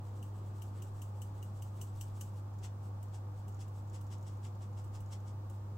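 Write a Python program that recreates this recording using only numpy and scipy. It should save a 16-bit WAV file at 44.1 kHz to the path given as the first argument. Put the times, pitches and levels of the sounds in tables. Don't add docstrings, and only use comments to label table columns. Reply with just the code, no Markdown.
import sys
import numpy as np
from scipy import signal
from scipy.fft import rfft, irfft, next_fast_len
from scipy.io import wavfile
from scipy.ndimage import map_coordinates

SR = 44100
rng = np.random.default_rng(int(sys.argv[2]) if len(sys.argv) > 2 else 0)


def store_pcm(level_fs):
    pcm = np.round(np.clip(level_fs, -1, 1) * 32767).astype(np.int16)
    wavfile.write(sys.argv[1], SR, np.atleast_2d(pcm).T)


N = 254589
T = np.arange(N) / SR
SHAKING_END_S = 2.42


def powder():
    effort = [(0.1, -62.3), (0.4, -64.5), (0.6, -62), (0.95, -61.5), (1.15, -64.8), (1.55, -62),
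              (2.15, -58.5), (2.4, -61.5)]
    tilts = [(2.854, -62.5), (3.384, -64.5), (3.774, -61.5), (4.334, -66.5), (5.544, -66)]
    hiss_spectrum = [(900, -31), (2000, -12), (2900, 0), (4200, -1.5), (6000, 2), (7700, 3), (9000, -0.5),
                     (10500, -4), (12500, -5), (16000, -4.5)]
    first_slide_s, shake_s, slide_sigma_s, backstroke_db = 0.074, 0.2, 0.024, -1.6
    centres_s = np.arange(first_slide_s, SHAKING_END_S, shake_s / 2)
    backward = np.arange(len(centres_s)) % 2 == 0
    levels_db = np.interp(centres_s, *np.transpose(effort)) + backstroke_db * backward
    slides = list(zip(centres_s, levels_db)) + tilts
    flow = sum(amp(db) * swell(s, slide_sigma_s) for s, db in slides)
    return amp(-10) * flow * grains(7000, hiss_spectrum, side_db=-29)


def frame_clicks():
    jolts = [(0.227, -47.5), (0.62, -45), (0.8215, -45.5), (1.018, -43), (1.2181, -43), (1.4263, -46.5),
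             (1.6222, -45), (1.8138, -38.5), (2.0104, -38.5), (2.2102, -38), (3.0273, -52), (3.4805, -51.5),
             (3.679, -56), (4.0104, -52), (4.8416, -54.5), (5.0044, -52.5), (5.498, -52)]
    frame_modes = [(5850, -5.5, 0.037), (6070, -1.5, 0.03), (6240, -11, 0.025), (6800, -15, 0.02),
                   (7670, -4, 0.062), (7340, -18, .05), (7740, -8, 0.09), (8130, -19, 0.037),
                   (8360, -18, 0.026), (10200, -14, 0.035)]
    rim_modes = [(2826, 4, 0.035), (3057, 1, 0.032)]
    rasp_spectrum = [(1500, -10), (3000, -7.5), (4500, -5), (6000, 2), (8000, 8), (11000, -4), (12400, 5),
                     (13300, 2), (14200, -7), (16000, 5.5)]
    age_s = np.arange(SR // 4) / SR
    steel = np.zeros((2, N + SR))
    hardest_db = max(db for _, db in jolts)
    for start_s, db in jolts:
        softer_db = hardest_db - db
        frame_db = -12 - 0.6 * softer_db
        rim_db = (-16.5 if start_s < SHAKING_END_S else -24) + 0.31 * softer_db
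        frame = amp(frame_db) * ring(frame_modes, age_s, scatter_db=-3)
        rim = amp(rim_db) * ring(rim_modes, age_s, scatter_db=1.5)
        start = round(start_s * SR)
        steel[:, start:start + len(age_s)] += amp(db) * spread(frame + rim, side_db=-1.5)
    contact = sum(amp(db) * struck(s, attack_s=0.0013, t60_s=0.035) for s, db in jolts)
    chafe = sum(amp(db) * np.exp(-np.abs(T - s - 0.003) / 0.004) for s, db in jolts)
    spray = sum(amp(db) * struck(s, attack_s=0.01, t60_s=0.18) for s, db in jolts)
    rasp = amp(-12) * contact + amp(-11) * chafe + amp(-15.5) * spray
    return steel[:, :N] + rasp * grains(12000, rasp_spectrum, side_db=-4.5)


def lumps():
    landings = [(2.643, -50), (3.146, -56.5), (3.61, -54.5), (3.948, -55), (4.124, -53.7), (4.275, -58),
                (4.448, -54), (4.624, -60), (4.783, -60.3), (4.95, -56.5), (5.127, -52), (5.279, -61)]
    big_crumbs = [(2.585, -58), (3.523, -61), (3.544, -60), (3.896, -61), (4.066, -58.5), (4.1804, -61),
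                  (4.2258, -59.5), (5.0594, -61)]
    patter_spectrum = [(1500, -25), (3500, -7.5), (4700, -1.5), (5300, 3), (6500, 0), (7600, 1),
                       (8700, -2.5), (11000, -10), (16000, -16)]
    body_spectrum = [(700, -9), (1500, 0.5), (2500, -2), (3100, 1.5), (3800, -3), (4700, -10), (6500, -2),
                     (12000, -39)]
    crumb_spectrum = [(2000, -37), (5000, -7), (7000, 1.5), (8000, -9), (9500, -17), (13000, -9),
                      (16000, -25)]
    rise_s, settle_s = 0.0078, 0.013
    crumb_lead_s, crumb_jitter_s, crumb_db = 0.065, 0.022, -65.5
    heaviest_db = max(db for _, db in landings)
    patter, body = 0, 0
    for centre_s, db in landings:
        weaker_db = heaviest_db - db
        age = (T - centre_s) / (1 + 0.031 * weaker_db)
        arrival = 2 * np.exp(-np.logaddexp(-age / rise_s, age / settle_s))
        patter += amp(db) * arrival
        body += amp(db - 9.5 - 0.24 * weaker_db) * arrival
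    shower = amp(-8) * patter * grains(3500, patter_spectrum, side_db=-9)
    shower += body * grains(3500, body_spectrum, side_db=-1.5)
    clumping = unit(amp(2.6 * wobble(260)))
    small_crumbs = [(s - crumb_lead_s + crumb_jitter_s * rng.standard_normal(), crumb_db)
                    for s, _ in landings]
    strays = sum(amp(db) * struck(s, attack_s=0.00068, t60_s=0.047)
                 for s, db in big_crumbs + small_crumbs)
    return clumping * shower + amp(-6.5) * strays * grains(8000, crumb_spectrum, side_db=-15)


def basket(x):
    resonances = [(2140, 85, 4), (2790, 120, 6), (3350, 200, 3), (5340, 270, -0.5), (7060, 180, 4),
                  (7870, 130, 9.5)]
    return filtered(x, lambda hz: amp(sum(db * bell(hz, centre_hz, width_hz)
                                          for centre_hz, width_hz, db in resonances)))


def handling():
    rustles = [(0.12, -64.5, 0.088), (0.448, -63.5, 0.11), (0.789, -58, 0.052), (1.38, -63, 0.041),
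               (1.808, -58.5, 0.024), (2.158, -66.5, 0.049)]
    rustle_spectrum = [(100, -7), (180, 0), (350, 2), (550, -5.5), (1000, -20), (2200, -24.5),
                       (4000, -26.5), (8000, -52)]
    motion = sum(amp(db) * swell(s, sigma_s) for s, db, sigma_s in rustles)
    return motion * spread(coloured(rng.standard_normal((2, N)), rustle_spectrum), side_db=-14)


def kitchen_reverb(x):
    decay = [(300, 0.18), (3000, 0.14), (8000, 0.13), (15000, 0.061)]  # freq_hz, t60_s
    predelay_samples = 130
    hz, age_s, noise = signal.stft(rng.standard_normal((2, SR // 2)), SR, nperseg=256)
    fade = amp(-60 * age_s / along(decay, hz)[:, None])
    _, tail = signal.istft(noise * fade, SR, nperseg=256)
    tail = np.pad(spread(tail, side_db=-3), ((0, 0), (predelay_samples, 0)))
    return signal.fftconvolve(x, tail / np.linalg.norm(tail[0]), axes=1)[:, :N]


def appliance():
    harmonics = [(1, -43), (2, -69), (3, -71), (4, -82)]  # multiple, level_db
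    motor_tones = [(148, -71.5), (637, -75.5)]  # pitch_hz, level_db
    fan_bands = [(20.4, 4.2, -64.5, -4), (132, 21, -63.5, -21), (196, 34, -65.5, -9.5),
                 (239.7, 16, -69, -24.5), (312, 25, -71, -16), (356.7, 22, -70.5, -13),
                 (393, 27, -72.5, -12.5), (494.7, 16.4, -71, -9), (535, 65, -68.5, 0.5), (690, 23, -84, -5),
                 (732.5, 29, -74, -12), (781.5, 39, -73, -9), (847, 18, -70.5, -1), (895, 42, -70, -2),
                 (943.4, 26, -74, -1), (1000, 30, -77, 3.5), (1064, 45, -70.5, 1.5), (1147, 62, -73, -2),
                 (1222.4, 27, -74, 0), (1314, 26, -75, 13), (1354, 11, -80, 2.5)]
    hum_hz = 100.09
    hum = sum(amp(db) * np.sin(2 * np.pi * (k * hum_hz * T + rng.random())) for k, db in harmonics)
    hum *= amp(0.13 * wobble(9))
    motor = sum(amp(db) * np.sin(2 * np.pi * hz * T + 0.5 * wobble(3)) for hz, db in motor_tones)
    fan = 0
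    for centre_hz, width_hz, db, side_db in fan_bands:
        band = filtered(rng.standard_normal((2, N)), lambda hz: bell(hz, centre_hz, 1.26 * width_hz))
        fan += amp(db) * spread(unit(band), side_db)
    return np.sqrt(2) * (hum + motor) + fan


def air():
    mid_spectrum = [(12, -21), (25, -5), (50, -0.5), (90, 3.5), (170, -6.5), (270, -10.5), (440, -14),
                    (850, -14), (1200, -21), (1450, -21.5), (2000, -31), (4000, -36.5), (7700, -36.5),
                    (10000, -43), (16000, -38.5)]
    side_spectrum = [(15, -8.5), (60, 1.5), (110, 7.5), (190, -2.5), (320, -1.5), (520, -10.5), (900, 3.5),
                     (1200, -9), (1500, -6.5), (2100, -17), (4000, -17.5), (7500, -21), (10000, -77),
                     (16000, -53.5)]
    mid = amp(-57.5 + 0.35 * wobble(5)) * coloured(rng.standard_normal(N), mid_spectrum)
    side = amp(-65) * coloured(rng.standard_normal(N), side_spectrum)
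    return np.array([mid + side, mid - side])


def grains(hits_per_s, spectrum, side_db):
    hits = (rng.random(N) < hits_per_s / SR) * rng.standard_normal((2, N))
    return spread(coloured(hits, spectrum), side_db)


def ring(modes, age_s, scatter_db):
    hz, db, t60_s = np.transpose(modes)[:, :, None]
    hz = hz * (1 + 0.0033 * rng.standard_normal(hz.shape))
    decay = amp(db + scatter_db * rng.standard_normal(db.shape) - 60 * age_s / t60_s)
    phase = rng.uniform(0, 2 * np.pi, (2, len(modes), 1))
    attack = 1 - np.exp(-age_s / 0.00032)
    return attack * np.sum(decay * np.sin(2 * np.pi * hz * age_s + phase), axis=1)


def struck(start_s, attack_s, t60_s):
    age_s = np.maximum(T - start_s, 0)
    return (1 - np.exp(-age_s / attack_s)) * amp(-60 * age_s / t60_s)


def swell(centre_s, sigma_s):
    return np.exp(-0.5 * ((T - centre_s) / sigma_s) ** 2)


def wobble(knots_per_s):
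    knots = rng.standard_normal(int(N * knots_per_s / SR) + 4)
    return map_coordinates(knots, [T * knots_per_s / SR])


def amp(db):
    return 10 ** (np.asarray(db) / 20)


def unit(x):
    return x / np.sqrt(np.mean(x ** 2) + 1e-20)


def along(points, hz):
    freq_hz, values = np.transpose(points)
    return np.interp(np.log(hz + 1), np.log(freq_hz), values)


def bell(hz, centre_hz, width_hz):
    return 1 / (1 + (2 * (hz - centre_hz) / width_hz) ** 2)


def filtered(x, response):
    size = next_fast_len(N + 8192)
    return irfft(rfft(x, size) * response(np.fft.rfftfreq(size, 1 / SR)), size)[..., :N]


def coloured(x, spectrum):
    return unit(filtered(x, lambda hz: amp(along(spectrum, hz))))


def spread(pair, side_db):
    side = amp(side_db) * pair[1]
    return np.array([pair[0] + side, pair[0] - side]) / np.sqrt(1 + amp(side_db) ** 2)


def panned(x, leftward):
    return filtered(x, lambda hz: amp(np.outer([1, -1], along(leftward, hz))))


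def scene():
    sieve = frame_clicks() + basket(powder() + lumps())
    sieve += amp(-6.5) * kitchen_reverb(sieve)
    near = panned(sieve, [(2000, 1.2), (5000, 1.3), (8000, 1.3), (13000, 0.46)])
    room = panned(appliance() + air(), [(100, -0.039), (250, -0.48), (1000, -0.44), (2500, 0.092)])
    return near + handling() + room


def record(dry):
    cutoff_hz = 15830
    return filtered(dry, lambda hz: hz < cutoff_hz)


dry = scene()
out = record(dry)
store_pcm(out)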